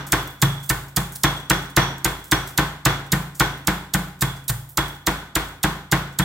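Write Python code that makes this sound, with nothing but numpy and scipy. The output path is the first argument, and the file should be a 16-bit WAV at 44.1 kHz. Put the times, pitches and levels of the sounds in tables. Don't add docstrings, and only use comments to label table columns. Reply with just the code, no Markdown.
import sys
import numpy as np
from scipy import signal
from scipy.fft import rfft, irfft, next_fast_len
from scipy.io import wavfile
from scipy.ndimage import uniform_filter1d

SR = 44100
rng = np.random.default_rng(int(sys.argv[2]) if len(sys.argv) > 2 else 0)


def log_audio(samples):
    frames = np.atleast_2d(samples).T
    limited = np.clip(frames, -1, 1)
    pcm = np.round(limited * 32767).astype(np.int16)
    wavfile.write(sys.argv[1], SR, pcm)


N = 275184
SIZE = 32768
T = np.arange(SIZE) / SR


def amp(db):
    return 10 ** (np.asarray(db) / 20)


def unit(x):
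    return x / np.sqrt(np.mean(np.sum(x ** 2, -1)) + 1e-20)


def curve(points, hz):
    f, value = np.transpose(points)
    return np.interp(np.log(hz + 1), np.log(f), value)


def fade(t, t60):
    return np.exp(-np.log(1000) * t / t60)


def add(mix, s, sound):
    start = round(s * SR)
    sound = sound[..., max(-start, 0):]
    part = mix[:, max(start, 0):][:, :sound.shape[-1]]
    part += sound[..., :part.shape[1]]


def convolve(x, response):
    return signal.fftconvolve(np.atleast_2d(x), response, axes=1)[:, :x.shape[-1]]


def colour(x, spectrum):
    log_gain = np.log(amp(curve(spectrum, abs(np.fft.fftfreq(2048, 1 / SR)))))
    taps = np.fft.ifft(np.exp(np.conj(signal.hilbert(log_gain)))).real
    return convolve(x, unit(taps)[None])


def diffuse(size, t60s=None, port_gap_m=0.076):
    hz, t, (mid, side) = signal.stft(rng.standard_normal((2, size)), SR, nperseg=512)
    coherence = np.sinc(2 * hz * port_gap_m / 343)[:, None]
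    mid, side = mid * np.sqrt(1 + coherence), side * np.sqrt(1 - coherence)
    bands = np.array([mid + side, mid - side])
    if t60s is not None:
        bands = bands * fade(t, curve(t60s, hz)[:, None])
    return signal.istft(bands, SR, nperseg=512)[1][:, :size]


def room(build_s=0.007):
    # f/Hz, t60/s
    decay_times = [(150, 1.63), (400, 0.5), (1000, 0.54), (2000, 0.5859), (4000, 0.51), (8000, .5),
                   (15000, 0.5)]
    # f/Hz, level/dB
    spectrum = [(100, -19.5), (400, 2.5), (900, -1), (2000, -5.5), (4000, 1.5), (8000, 3.5), (15000, 3.5)]
    build_up = 1 - np.exp(-(T / build_s) ** 2)
    return unit(colour(diffuse(SIZE, decay_times) * build_up, spectrum))


def reflections(t, delays_s=(.0015, .0075, .014), step_db=-3, smear_s=0.0026):
    envelope = sum(amp(step_db * k) * (t > delay) * np.exp(-abs(t - delay) / smear_s)
                   for k, delay in enumerate(delays_s))
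    return unit(diffuse(SIZE) * envelope)


def ring(modes, detune=0.00666, scatter_db=3):
    hz, db, t60 = np.transpose(modes)[:, :, None]
    shift, strength = rng.standard_normal((2, len(modes), 1))
    sign = (-1) ** np.arange(len(modes))[:, None]
    tones = np.sin(2 * np.pi * hz * (1 + detune * shift) * T)
    return np.sum(sign * amp(db + scatter_db * strength) * fade(T, t60) * tones, 0)


def snaps(envelope, per_s, spread_db):
    size = amp(spread_db * np.minimum(rng.exponential(1, SIZE), 4)) * rng.choice([-1, 1], SIZE)
    return unit(envelope * size * (rng.random(SIZE) < per_s / SR))


def crunch(squash_s, sheen_db, onset_s, rise_s=0.0017, fall_s=0.0039, right_db=3.0):
    # f/Hz, level/dB
    spectrum = [(200, -7.5), (900, -13), (2000, -12), (2800, -12), (3600, 2), (4600, 0), (6000, -1),
                (7200, 3), (9000, -4), (12000, -6), (13500, 0.5), (16000, -5.5)]
    t = T - onset_s
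    early = amp(-11) * np.exp(np.minimum(t, 0) / rise_s)
    pressure = 1.4 + .5 * t / squash_s
    late = amp(-17) * np.exp(-np.maximum(t - squash_s, 0) / fall_s)
    envelope = np.select([t < 0, t < squash_s], [early, pressure], late)
    bursts = snaps(envelope, per_s=12000, spread_db=3.0)
    split_s = squash_s * rng.uniform(.25, .9)
    split = amp(-6) * unit(np.exp(-((t - split_s) * 16000) ** 2))
    direct = (bursts + split) * amp(right_db * np.array([[-.5], [.5]]))
    nearby = amp(-4.5) * reflections(t - squash_s / 2)
    reverb = amp(-9) * np.roll(room(), round((onset_s + squash_s / 2) * SR), 1)
    with_sheen = [(hz, db + sheen_db * (hz > 8000)) for hz, db in spectrum]
    return np.sqrt(squash_s * SR) * colour(direct + nearby + reverb, with_sheen)


def thud(knock_db, rock_db, thud_db, thud_hz, rise_s=0.0013, flex_s=0.00374):
    # f/Hz, level/dB, t60/s, first swing (+1 up, -1 down)
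    table_modes = [(52.4, -22.5, 0.47, 1), (74.7, -31.5, 0.25, -1), (83.7, -38, 1, -1), (114, -21, 0.44, 1),
                   (139.84, -26, 0.78, -1), (145.8, -19.5, 0.2, -1), (167.9, -22.5, 0.41, -1),
                   (187, -34.5, 0.85, -1), (196.4, -21, 0.31, 1), (287.8, -18, 0.3, 1),
                   (322.4, -5, 0.13, -1), (368.6, -23, 0.23, 1), (396, -18, 0.23, -1)]
    hz, db, t60, swing = np.transpose(table_modes)[:, :, None]
    sway_db = 0.29 * knock_db
    boards_db = thud_db - 59.5 * np.log2(hz / thud_hz) ** 2
    push_db = np.select([hz < 90, hz < 240], [sway_db, boards_db], rock_db)
    hz = hz * (1 + 0.018 * rng.standard_normal(hz.shape))
    t = np.maximum(T - flex_s * (hz > 90), 0)
    modes = swing * amp(db + push_db) * fade(t, t60) * np.sin(2 * np.pi * hz * t)
    return np.sum(modes * (1 - np.exp(-(t / rise_s) ** 2)), 0)


def clack(t60=0.09, rise_s=0.00071, width=0.15):
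    noise = rng.standard_normal(SIZE) + width * diffuse(SIZE)
    return unit(noise * fade(T, t60) * (1 - np.exp(-T / rise_s)))


def knock(knock_db, kitchen, alike=0.55, cutoff_hz=3200):
    # f/Hz, level/dB
    spectrum = [(150, -8), (300, -2.5), (470, -6), (630, -4), (800, 1), (1050, 2.5), (1600, 5), (2100, 1.5),
                (2600, -5), (3500, -4.5), (5000, -15), (8000, -26), (16000, -66)]
    # f/Hz, level/dB, t60/s
    bowl_modes = [(496, -29.5, 0.2), (820, -33.5, 0.53), (936, -45, 1), (1020, -29, 0.44),
                  (1085, -22, 0.28), (1271, -35.5, 0.1), (1392, -34, 0.12), (1485, -32, 0.62),
                  (1530, -28, 0.4), (1814, -21, 0.19), (2182, -30.5, 0.33), (2833, -19, 0.023)]
    reverb = np.sqrt(alike) * kitchen + np.sqrt(1 - alike) * room()
    impact = colour(amp(10) * clack() + amp(14) * reverb, spectrum)
    bowl = amp(-5) * ring(bowl_modes)
    pole = np.exp(-2 * np.pi * cutoff_hz * amp(-0.2 * knock_db) / SR)
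    return amp(knock_db) * signal.lfilter([1 - pole], [1, -pole], impact + bowl)


def pestle(ring_db, knock_db, flutter=.9, flutter_s=.008):
    # f/Hz, level/dB, t60/s
    shaft_modes = [(3245, -39, 0.45), (3368, -29.5, 0.28), (3412, -32, 0.55), (5790, -37.5, 0.13),
                   (5850, -47, 0.33)]
    tilt_db_per_octave, lowest_hz = 1.7 * knock_db, shaft_modes[0][0]
    modes = [(hz, db + tilt_db_per_octave * np.log2(hz / lowest_hz), t60) for hz, db, t60 in shaft_modes]
    wobble = uniform_filter1d(rng.standard_normal(SIZE), round(flutter_s * SR))
    modulation = (1 + flutter * wobble / wobble.std()) / np.hypot(1, flutter)
    tone = ring(modes, detune=0.00094, scatter_db=1) * modulation
    direct = tone * np.array([[-.5], [1.3]])
    return amp(ring_db) * (direct + amp(-5) * convolve(tone, room()))


def pounding(usual_squash_s=0.007, pulping_db_per_s=-0.49, push_lead_s=0.0026, onset_s=.012):
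    # knock t/s, squash time/s, knock level/dB, thud level/dB, thud f/Hz, pestle ring level/dB
    blows = [(-0.16, 0.0035, 8.5, 7, 153, -1), (0.127, 0.0028, 3, -1.5, 133, 0.5),
             (0.4256, 0.0084, 0, 7.5, 139, 3.5), (0.701, 0.01, -3, -1, 133, -12.5),
             (0.971, 0.0094, -4, 0.5, 159, -5), (1.241, 0.0049, 3.5, 1.5, 142, 4.5),
             (1.505, .0037, 3.5, 1.5, 153, 3), (1.771, 0.0038, 7, 5.5, 143, 7),
             (2.052, 0.0048, -0.5, -5, 153, -3), (2.321, .0075, 3, 0, 138, -1),
             (2.583, 0.0046, 3, 0.5, 151, 0), (2.859, 0.0057, 5, 4, 135, 2.5),
             (3.127, 0.0081, -1.5, 4, 160, -11), (3.4037, 0.0054, 4, 1.5, 139, 2),
             (3.678, 0.0054, .5, 1.5, 174, -6), (3.944, .0072, -2.5, 3, 169, -11),
             (4.221, 0.017, -3, 2, 141, 0), (4.495, 0.024, -11.5, 1, 120, -13),
             (4.779, 0.0042, 0, -3.5, 139, 2.5), (5.073, 0.0073, 1, -3.5, 170, -2),
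             (5.360, 0.0049, 0, -7, 146, -4), (5.639, 0.0094, 1, 1, 166, -6),
             (5.924, 0.0097, 2.5, 4, 154, -5), (6.194, 0.0042, -2, 4.5, 163, -1)]
    mix, kitchen = np.zeros((2, N)), room()
    for s, squash_s, knock_db, thud_db, thud_hz, ring_db in blows:
        doublings = np.log2(squash_s / usual_squash_s)
        lead_s = 0.0047 + 0.4 * squash_s
        crunch_db = -17.5 - 3 * doublings + pulping_db_per_s * s
        sheen_db = 1.74 - 0.23 * knock_db
        rock_db = min(-13 + 1.7 * knock_db - 0.5 * doublings, -10)
        add(mix, s - lead_s - onset_s, amp(crunch_db) * crunch(squash_s, sheen_db, onset_s))
        add(mix, s - push_lead_s, thud(knock_db, rock_db, thud_db, thud_hz))
        add(mix, s, knock(knock_db, kitchen) + pestle(ring_db, knock_db))
    return mix


def skins(gain_db=11, strays_per_s=9, swell_s=0.0012):
    # t/s, relative level/dB, decay time/s
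    clusters = [(0.066, -21, 0.021), (0.275, -24, 0.0039), (0.628, -20, 0.05), (1.12, -20, 0.034),
                (1.154, -16, 0.01), (1.980, -30, .006), (2.239, -24.5, 0.03), (2.473, -20, 0.023),
                (3.347, -26, 0.024), (4.022, -38, 0.0056), (4.688, -25, 0.03), (4.881, -24, .009)]
    # f/Hz, level/dB
    spectrum = [(500, -24), (2500, -11), (4000, -7), (7500, -1.5), (10000, -3.5), (13800, 1), (16000, 2.5)]
    mix, count = np.zeros((2, N)), round(strays_per_s * N / SR)
    strays = [(when * N / SR, -30 - 8 * depth, .012) for when, depth in rng.random((count, 2))]
    for s, db, decay_s in list(clusters) + strays:
        envelope = np.exp(-T / decay_s) * (1 - np.exp(-T / swell_s))
        crackle = snaps(envelope, per_s=9000, spread_db=5.5)
        flake_spectrum = [(hz, level + 3 * rng.standard_normal()) for hz, level in spectrum]
        add(mix, s, amp(db + gain_db) * colour(crackle, flake_spectrum))
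    return mix + amp(-6.5) * convolve(mix, room())


def hush(level_db=-58):
    # f/Hz, level/dB
    spectrum = [(20, -20), (55, -5), (140, 4), (300, -8), (1000, -6), (4000, -37), (16000, -70)]
    return amp(level_db) * np.sqrt(N) * unit(colour(diffuse(N), spectrum))


def scene():
    return pounding() + skins() + hush()


def record(dry, band_limit_hz=16000):
    # resonance f/Hz, Q, bass roll-off f/Hz
    ports = [(9260, 2.14, 22.7), (14960, 2.03, 27.7)]
    size = next_fast_len(N + SIZE)
    jf = 1j * np.fft.rfftfreq(size, 1 / SR)
    response = np.array([(jf / (jf + low_hz)) ** 2 / (1 + (jf / hz) ** 2 + jf / (hz * q))
                         for hz, q, low_hz in ports])
    heard = irfft(rfft(dry, size) * response, size)[:, :N]
    low_pass = signal.firwin(511, band_limit_hz, window=("kaiser", 9), fs=SR)
    return signal.oaconvolve(np.clip(heard, -1, 1), low_pass[None], "same")


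dry = scene()
out = record(dry)
log_audio(out)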